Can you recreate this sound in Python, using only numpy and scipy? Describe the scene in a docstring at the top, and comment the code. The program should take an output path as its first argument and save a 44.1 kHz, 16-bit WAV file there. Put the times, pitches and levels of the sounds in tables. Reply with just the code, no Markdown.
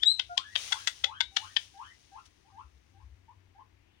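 """A guinea pig in a wire cage in a small room: one loud squeal, then soft rising squeaks that die away.
Each call is a nearly pure whistle from the throat, with weak overtones and a short room echo.
Close by on the left come ten sharp clacks, about six a second: clusters of tiny hard contacts
that leave the cage wires ringing. Bedding rustles in fine grains, over faint hiss,
a low rumble, a wavering hum and a few soft handling bumps."""
import sys
import numpy as np
from scipy import signal
from scipy.fft import rfft, irfft
from scipy.io import wavfile
from scipy.ndimage import uniform_filter1d, minimum_filter1d

SR = 44100
rng = np.random.default_rng(int(sys.argv[2]) if len(sys.argv) > 2 else 0)


def inscribe(sig):
    """Save sig as 16-bit PCM at rate SR to the path in sys.argv[1].

    A 1-D sig is mono; a 2-D sig holds one channel per row.
    Samples are clipped to [-1, 1] before scaling.
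    """
    pcm = np.round(np.clip(np.atleast_2d(sig).T, -1, 1) * 32767)
    wavfile.write(sys.argv[1], SR, pcm.astype(np.int16))


N = 176400
T = np.arange(N) / SR
ROOM_T60_S, ROOM_BUILD_S, RIGHT_LEAD_S = .16, .0048, .00107


def amp(db):
    return 10 ** (np.asarray(db) / 20)


def unit(x):
    return x / np.sqrt(np.mean(x ** 2))


def curve_db(points, f):
    """Read an EQ curve on a log-frequency axis."""
    hz, db = np.array(points).T
    return np.interp(np.log(f + 1), np.log(hz), db)


def colour(x, points):
    """Play a sound through an EQ curve."""
    return irfft(rfft(x, 2 * N) * amp(curve_db(points, np.linspace(0, SR / 2, N + 1))))[:N]


def noise(points):
    return unit(colour(rng.standard_normal(N), points))


def wobble(rate):
    """Smooth random modulation with a spread near 1."""
    k = int(SR / rate)
    return unit(uniform_filter1d(np.repeat(rng.standard_normal(N // k + 1), k), k)[:N])


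def tap_response(db):
    """How a body with this spectrum rings when tapped (minimum phase)."""
    cepstrum = irfft(db * np.log(10) / 20)
    cepstrum[1:len(cepstrum) // 2] *= 2
    cepstrum[len(cepstrum) // 2 + 1:] = 0
    return irfft(np.exp(rfft(cepstrum)))


def room(x, wet_db, t60=ROOM_T60_S):
    """The small room's diffuse tail, wet only."""
    t = T[:SR // 2]
    tail = rng.standard_normal(len(t)) * np.exp(-np.log(1000) * t / t60)
    tail *= 1 - np.exp(-(t / ROOM_BUILD_S) ** 2)
    return amp(wet_db) * signal.fftconvolve(x, tail / np.linalg.norm(tail))[:N]


def early(x):
    """Sound reaches the right side a little sooner."""
    return np.interp(T + RIGHT_LEAD_S, T, x, right=0)


def in_room(pair, wet_db, t60=ROOM_T60_S):
    """A stereo call plus its echo, slightly drier on the right."""
    left, right = pair
    return np.array([left + room(left, wet_db, t60), early(right) + room(right, wet_db - 1.5, t60)])


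def whistle(pitch, gain, partials):
    """The throat's tone: sine harmonics, each with a left and a right level in dB."""
    phase = 2 * np.pi * np.cumsum(pitch) / SR
    tone = sum(amp(sides).reshape(2, -1) * np.sin(k * phase) for k, sides in enumerate(partials, 1))
    return tone * gain * np.sqrt(2)


# The squeal's contour. Each row: time in seconds, pitch in Hz, level in dB.
SQUEAL_CONTOUR = [(0, 2980, -51.5), (.016, 3268, -52), (.026, 3447, -31.5), (0.043, 3613, -29.5),
                  (.049, 3800, -43.5), (0.061, 3782, -21), (.084, 3910, -13), (.097, 4010, -22),
                  (0.117, 4162, -24), (.128, 4058, -36), (.16, 3720, -62.5)]
# Its harmonics, from the fundamental up. Each row: left gain in dB, right gain in dB.
SQUEAL_PARTIALS = [(0.5, -14), (-24.5, -25.5), (-54, -47.5)]


def squeal():
    """One loud, high call that climbs and breaks off."""
    times, hz, db = np.array(SQUEAL_CONTOUR).T
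    pitch = np.interp(T, times, hz) * (1 + .0014 * wobble(200))
    gain = amp(np.interp(T, times, db)) * (T < times[-1])
    return in_room(whistle(pitch, gain, SQUEAL_PARTIALS), wet_db=-5, t60=.22)


# The throat's EQ on the overtones of soft calls. Each row: frequency in Hz, gain in dB.
THROAT_EQ = [(1450, -5), (1900, -33.5), (3200, 0), (3800, -22.5), (4400, -44)]


def soft_voice(pitch, gain, fall_db=-19, right_db=-7):
    """The quiet voice: three overtones, rolled off in steps and coloured by the throat."""
    overtones = [curve_db(THROAT_EQ, (k + 2) * pitch) + k * fall_db for k in range(3)]
    return whistle(pitch, gain, [(db, db + right_db) for db in [np.zeros(N)] + overtones])


# The shape all squeaks share. Each row: seconds from mid-sweep, pitch in Hz, gain in dB.
SQUEAK_SHAPE = [(-.08, 781, -6.5), (-.04, 792.6, 3), (-.018, 905.6, -2.5), (0, 1154, -3),
                (0.023, 1500, -11), (0.058, 1767, -17), (.105, 2068, -10.5)]
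# The squeaks. Each row: mid-sweep time in seconds, seconds before it, seconds after it,
# time stretch of the shape, low-note level in dB, sweep level in dB.
SQUEAKS = [(0.389, 0.025, .16, 1.7, -54, -44.5), (.763, 0.055, 0.075, 1.19, -47.5, -45.5),
           (1.12, .07, 0.077, 1.24, -52.5, -44.5), (1.441, .13, 0.078, 0.93, -58.5, -45.5),
           (1.819, 0.083, 0.11, 1.1, -54, -45), (2.177, 0.064, 0.019, 0.87, -53.5, -47),
           (2.506, 0.062, 0.0095, 1.1, -67.5, -66), (2.602, 0.085, 0.017, 1.1, -58.5, -47),
           (3.023, 0.088, .008, 1.22, -65, -68), (3.32, 0.041, .004, 1.62, -57.5, -53.5),
           (3.616, 0.07, 0.0027, 1.28, -60.5, -54.5)]


def squeaks(fade_s=.0092, flutter_db=3, rasp_depth=.035):
    """Each soft call opens on a low note, then sweeps up, fluttering, until the animal stops."""
    times, hz, db = np.array(SQUEAK_SHAPE).T
    pitch, gain = np.full(N, hz[0], float), np.zeros(N)
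    flutter = flutter_db * wobble(130)
    rasp = rasp_depth * wobble(400)
    for at, before, after, stretch, low_db, sweep_db in SQUEAKS:
        on = (T > at - before) & (T < at + after)
        t = T[on] - at
        fade = np.sin(np.pi / 2 * np.clip(np.minimum(t + before, after - t) / fade_s, 0, 1)) ** 2
        climbing = np.interp(t / stretch, times[1:3], [0, 1])
        pitch[on] = np.interp(t / stretch, times, hz) * (1 + climbing * rasp[on])
        level_db = low_db + climbing * (sweep_db - low_db + flutter[on])
        gain[on] = fade * amp(np.interp(t / stretch, times, db) + level_db)
    return in_room(soft_voice(pitch, gain), wet_db=3)


# Steady peeps. Each row: start in seconds, length in seconds, pitch in Hz, level in dB.
PEEPS = [(.292, .067, 706.3, -36.5), (.44, .07, 1707, -49), (1.84, .075, 3050, -57)]


def peeps():
    """Short, clean calls that swell and fade on one pitch."""
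    pitch, gain = np.ones(N), np.zeros(N)
    for at, length, hz, db in PEEPS:
        on = (T > at) & (T < at + length)
        pitch[on] = hz
        gain[on] = amp(db) * np.sin(np.pi * (T[on] - at) / length)
    return in_room(soft_voice(pitch, gain), wet_db=-11)


# The faint last squeak. Each row: time in seconds, pitch in Hz, level in dB.
WHEEZE_CONTOUR = [(3.7, 1950, -81.5), (3.93, 3140, -71)]


def wheeze():
    """A scratchy rising call, heard only by way of the room."""
    times, hz, db = np.array(WHEEZE_CONTOUR).T
    pitch = np.interp(T, times, hz) * (1 + .09 * wobble(500))
    gain = amp(np.interp(T, times, db)) * (T > times[0])
    return np.array([room(side, wet_db=0) for side in soft_voice(pitch, gain)])


# The base tone of a hard contact. Each row: frequency in Hz, gain in dB.
CONTACT_EQ = [(100, -50), (330, -31), (680, -16.5), (1050, -18), (1950, -7.5), (2500, -11.5), (3500, -7.5),
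              (4400, -10), (6200, -17.5), (8000, -32), (11000, -55), (15500, -61)]


def struck_body(size, ring_hz, chatter_hz, hollow_db, treble_db):
    """One tap on a hard, quickly damped body; fast chatter combs its spectrum."""
    f = np.linspace(1, SR / 2, size // 2 + 1)
    resonance = 11 / (1 + ((f - ring_hz) / 495) ** 4)
    hollow = hollow_db * np.exp(-(np.log2(f / 1380) / .75) ** 2)
    shelf = treble_db * f ** 4 / (f ** 4 + 5830 ** 4)
    comb = 5 * np.cos(2 * np.pi * (f - ring_hz) / chatter_hz)
    return tap_response(curve_db(CONTACT_EQ, f) + resonance + hollow + shelf + comb)


# The clacks. Each row: start in seconds, level in dB, gap to the second snap in seconds,
# second snap and crackle in dB against the first snap, ring in Hz, chatter rate in Hz,
# hollow boost in dB, treble shelf in dB, wire level in dB.
CLACKS = [(0.033, -25, 0.0029, -7, 4.5, 3430, 1664, -5.5, -2, -49),
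          (.196, -27, 0.0021, 2, 9, 3130, 557, -5.5, -11, -47.5),
          (0.378, -24, .0025, -3, -2, 3323, 803, -9.5, 1, -45),
          (0.5562, -26, .0054, 11, 11.5, 3230, 672, 3, -3, -32),
          (0.723, -25, 0.007, 5, 11, 3410, 635, 13, 18, -49),
          (0.8739, -25.5, 0.0045, -2, 8.5, 3304, 655, 17, 22, -54),
          (1.043, -23.5, 0.001586, 1, 10.5, 3332, 689, -1, 0, -45),
          (1.2069, -23.5, 0.0052, -0.5, -3, 3460, 637, 5.5, 2, -38.5),
          (1.366, -24.5, 0.0048, 5.5, 9, 3222, 485, 1.5, 4.5, -39),
          (1.5658, -23, 0.0044, 1.5, 4, 3187, 734, -0.5, -10, -47)]
# The far, right side's EQ for clacks and rustle. Each row: frequency in Hz, gain in dB.
FAR_SIDE_EQ = [(600, -6), (1300, -19.5), (2400, -21.5), (4400, -16), (6500, -13.5), (8200, 4), (10500, 6.5),
               (15000, 7.5)]


def clacks(contacts_per_s=2000, spread_db=4, rise_s=.002, decay_s=.0036):
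    """Two snaps amid a crackle of tiny contacts strike a hard body; wires and room ring on."""
    size, lead = 2048, 256  # samples in a clack, and ahead of its first snap
    t = (np.arange(size) - lead) / SR
    out = np.zeros(N)
    for at, db, gap, second_db, crackle_db, ring_hz, chatter_hz, hollow_db, treble_db, wire_db in CLACKS:
        swell = np.exp(np.minimum(t, 0) / rise_s - np.maximum(t - gap, 0) / decay_s)
        taps = (rng.random(size) < contacts_per_s / SR) * rng.choice([-1, 1], size)
        taps = taps * amp(spread_db * rng.standard_normal(size)) * swell
        taps *= amp(crackle_db) / np.linalg.norm(taps)
        taps[lead] += 1
        taps[lead + int(gap * SR)] += amp(second_db)
        body = struck_body(size, ring_hz, chatter_hz, hollow_db, treble_db)
        start = int(at * SR) - lead
        out[start:start + size] += amp(db) * unit(signal.fftconvolve(taps, body)[:size])
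        out[start + lead:start + lead + SR // 2] += amp(wire_db) * wires()
    left = out + room(out, wet_db=-13.5)
    right = early(out) + room(out, wet_db=-9)
    return np.array([left, colour(right, FAR_SIDE_EQ)])


# The tones of the cage wires. Each row: frequency in Hz, relative level in dB.
WIRE_MODES = [(2272, -2), (2950, -1), (3585, 0), (4080, -3)]


def wires(t60=.3):
    """Thin steel bars ring in beating pairs, in a new mix after every clack."""
    t = T[:SR // 2]
    hz, db = np.array(WIRE_MODES * 2).T[:, :, None]
    detune, scatter, phase = rng.standard_normal((3,) + hz.shape)
    tones = amp(db + 3.5 * scatter) * np.sin(2 * np.pi * (hz * (1 + .025 * detune) * t + phase))
    return unit(tones.sum(axis=0)) * np.exp(-np.log(1000) * t / t60)


# The bedding's swells. Each row: time in seconds, level in dB.
RUSTLE_ENVELOPE = [(0, -59), (.45, -61.5), (.552, -54.5), (.575, -39), (.72, -40.5), (.88, -49),
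                   (1.02, -53), (1.15, -67), (1.31, -65), (1.40, -50), (1.55, -54.5), (1.62, -48.5),
                   (1.70, -60), (2.25, -65.5), (2.258, -53.5), (2.285, -69), (3.6, -80)]
# Its dry, bright tone. Each row: frequency in Hz, gain in dB.
RUSTLE_EQ = [(300, -18.5), (1500, -7.5), (3000, 1), (4500, -1), (6300, 1), (7800, -17), (10000, -18),
             (12000, -42.5), (15000, -29.5)]


def rustle(grain_db=1.5):
    """Dense fine grains of shifting bedding."""
    level = amp(np.interp(T, *np.array(RUSTLE_ENVELOPE).T) + .36 * wobble(28))
    grains = [rng.standard_normal(N) * amp(grain_db * wobble(1100)) for _ in range(2)]
    near, far = (unit(colour(side, RUSTLE_EQ)) for side in grains)
    right = amp(-2.5) * colour(.3 * early(near) + 2.1 * far, FAR_SIDE_EQ)
    return level * np.array([near, right])


# The tone of the hiss. Each row: frequency in Hz, gain in dB.
HISS_EQ = [(110, -9.5), (344, 0), (495, -9.5), (1310, -12.5), (2240, -9.5), (6070, -26.5), (11000, -37)]
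# Its extra EQ on the right. Each row: frequency in Hz, gain in dB.
HISS_RIGHT_EQ = [(700, -9), (2400, -18), (4400, -11), (8000, -9.5), (14000, 2.5)]


def hiss(level_db=-67):
    """A faint bed of air, partly shared by the two sides."""
    left = noise(HISS_EQ)
    right = colour(.7 * early(left) + .81 * noise(HISS_EQ), HISS_RIGHT_EQ)
    return amp(level_db) * np.array([left, right])


# Handling bumps. Each row: centre in seconds, envelope peak in dB.
BUMPS = [(1.285, -51), (2.661, -49), (2.756, -50.5), (3.059, -42.5), (3.124, -46.5)]


def bumps(hz=67, width_s=.026):
    """Soft handling thuds: a few low cycles that swell and die."""
    return sum(amp(db) * np.exp(-((T - at) / width_s) ** 2) * np.sin(2 * np.pi * hz * (T - at))
               for at, db in BUMPS)


def hum(hz=94, level_db=-65.5):
    """A low tone that wavers in level and pitch."""
    gain = amp(level_db + 5.8 * wobble(12))
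    pitch = hz + 2 * wobble(21)
    return gain * np.sin(2 * np.pi * np.cumsum(pitch) / SR)


# The tone of the rumble. Each row: frequency in Hz, gain in dB.
RUMBLE_EQ = [(20, -18), (42, -16), (62, 1), (110, -8.5), (160, -19.5), (1500, -98.5)]


def rumble(level_db=-65):
    """Steady deep noise under everything."""
    return amp(level_db) * noise(RUMBLE_EQ)


def scene():
    """The cage sounds over the hiss, with the low end leaning left."""
    mix = clacks() + squeal() + peeps() + squeaks() + wheeze() + rustle() + hiss()
    low_end = hum() + rumble() + bumps()
    return mix + low_end * amp([[0], [-9]])


def record(dry, limit_db=-5, top_hz=15800):
    """A limiter catches the sharpest peaks, then a steep low-pass cuts the top."""
    gain = np.minimum(1, amp(limit_db) / (np.abs(dry).max(axis=0) + 1e-9))
    gain = uniform_filter1d(minimum_filter1d(gain, size=65), size=65)
    return signal.sosfilt(signal.ellip(8, .2, 70, top_hz, fs=SR, output="sos"), dry * gain)


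dry = scene()
out = record(dry)
inscribe(out)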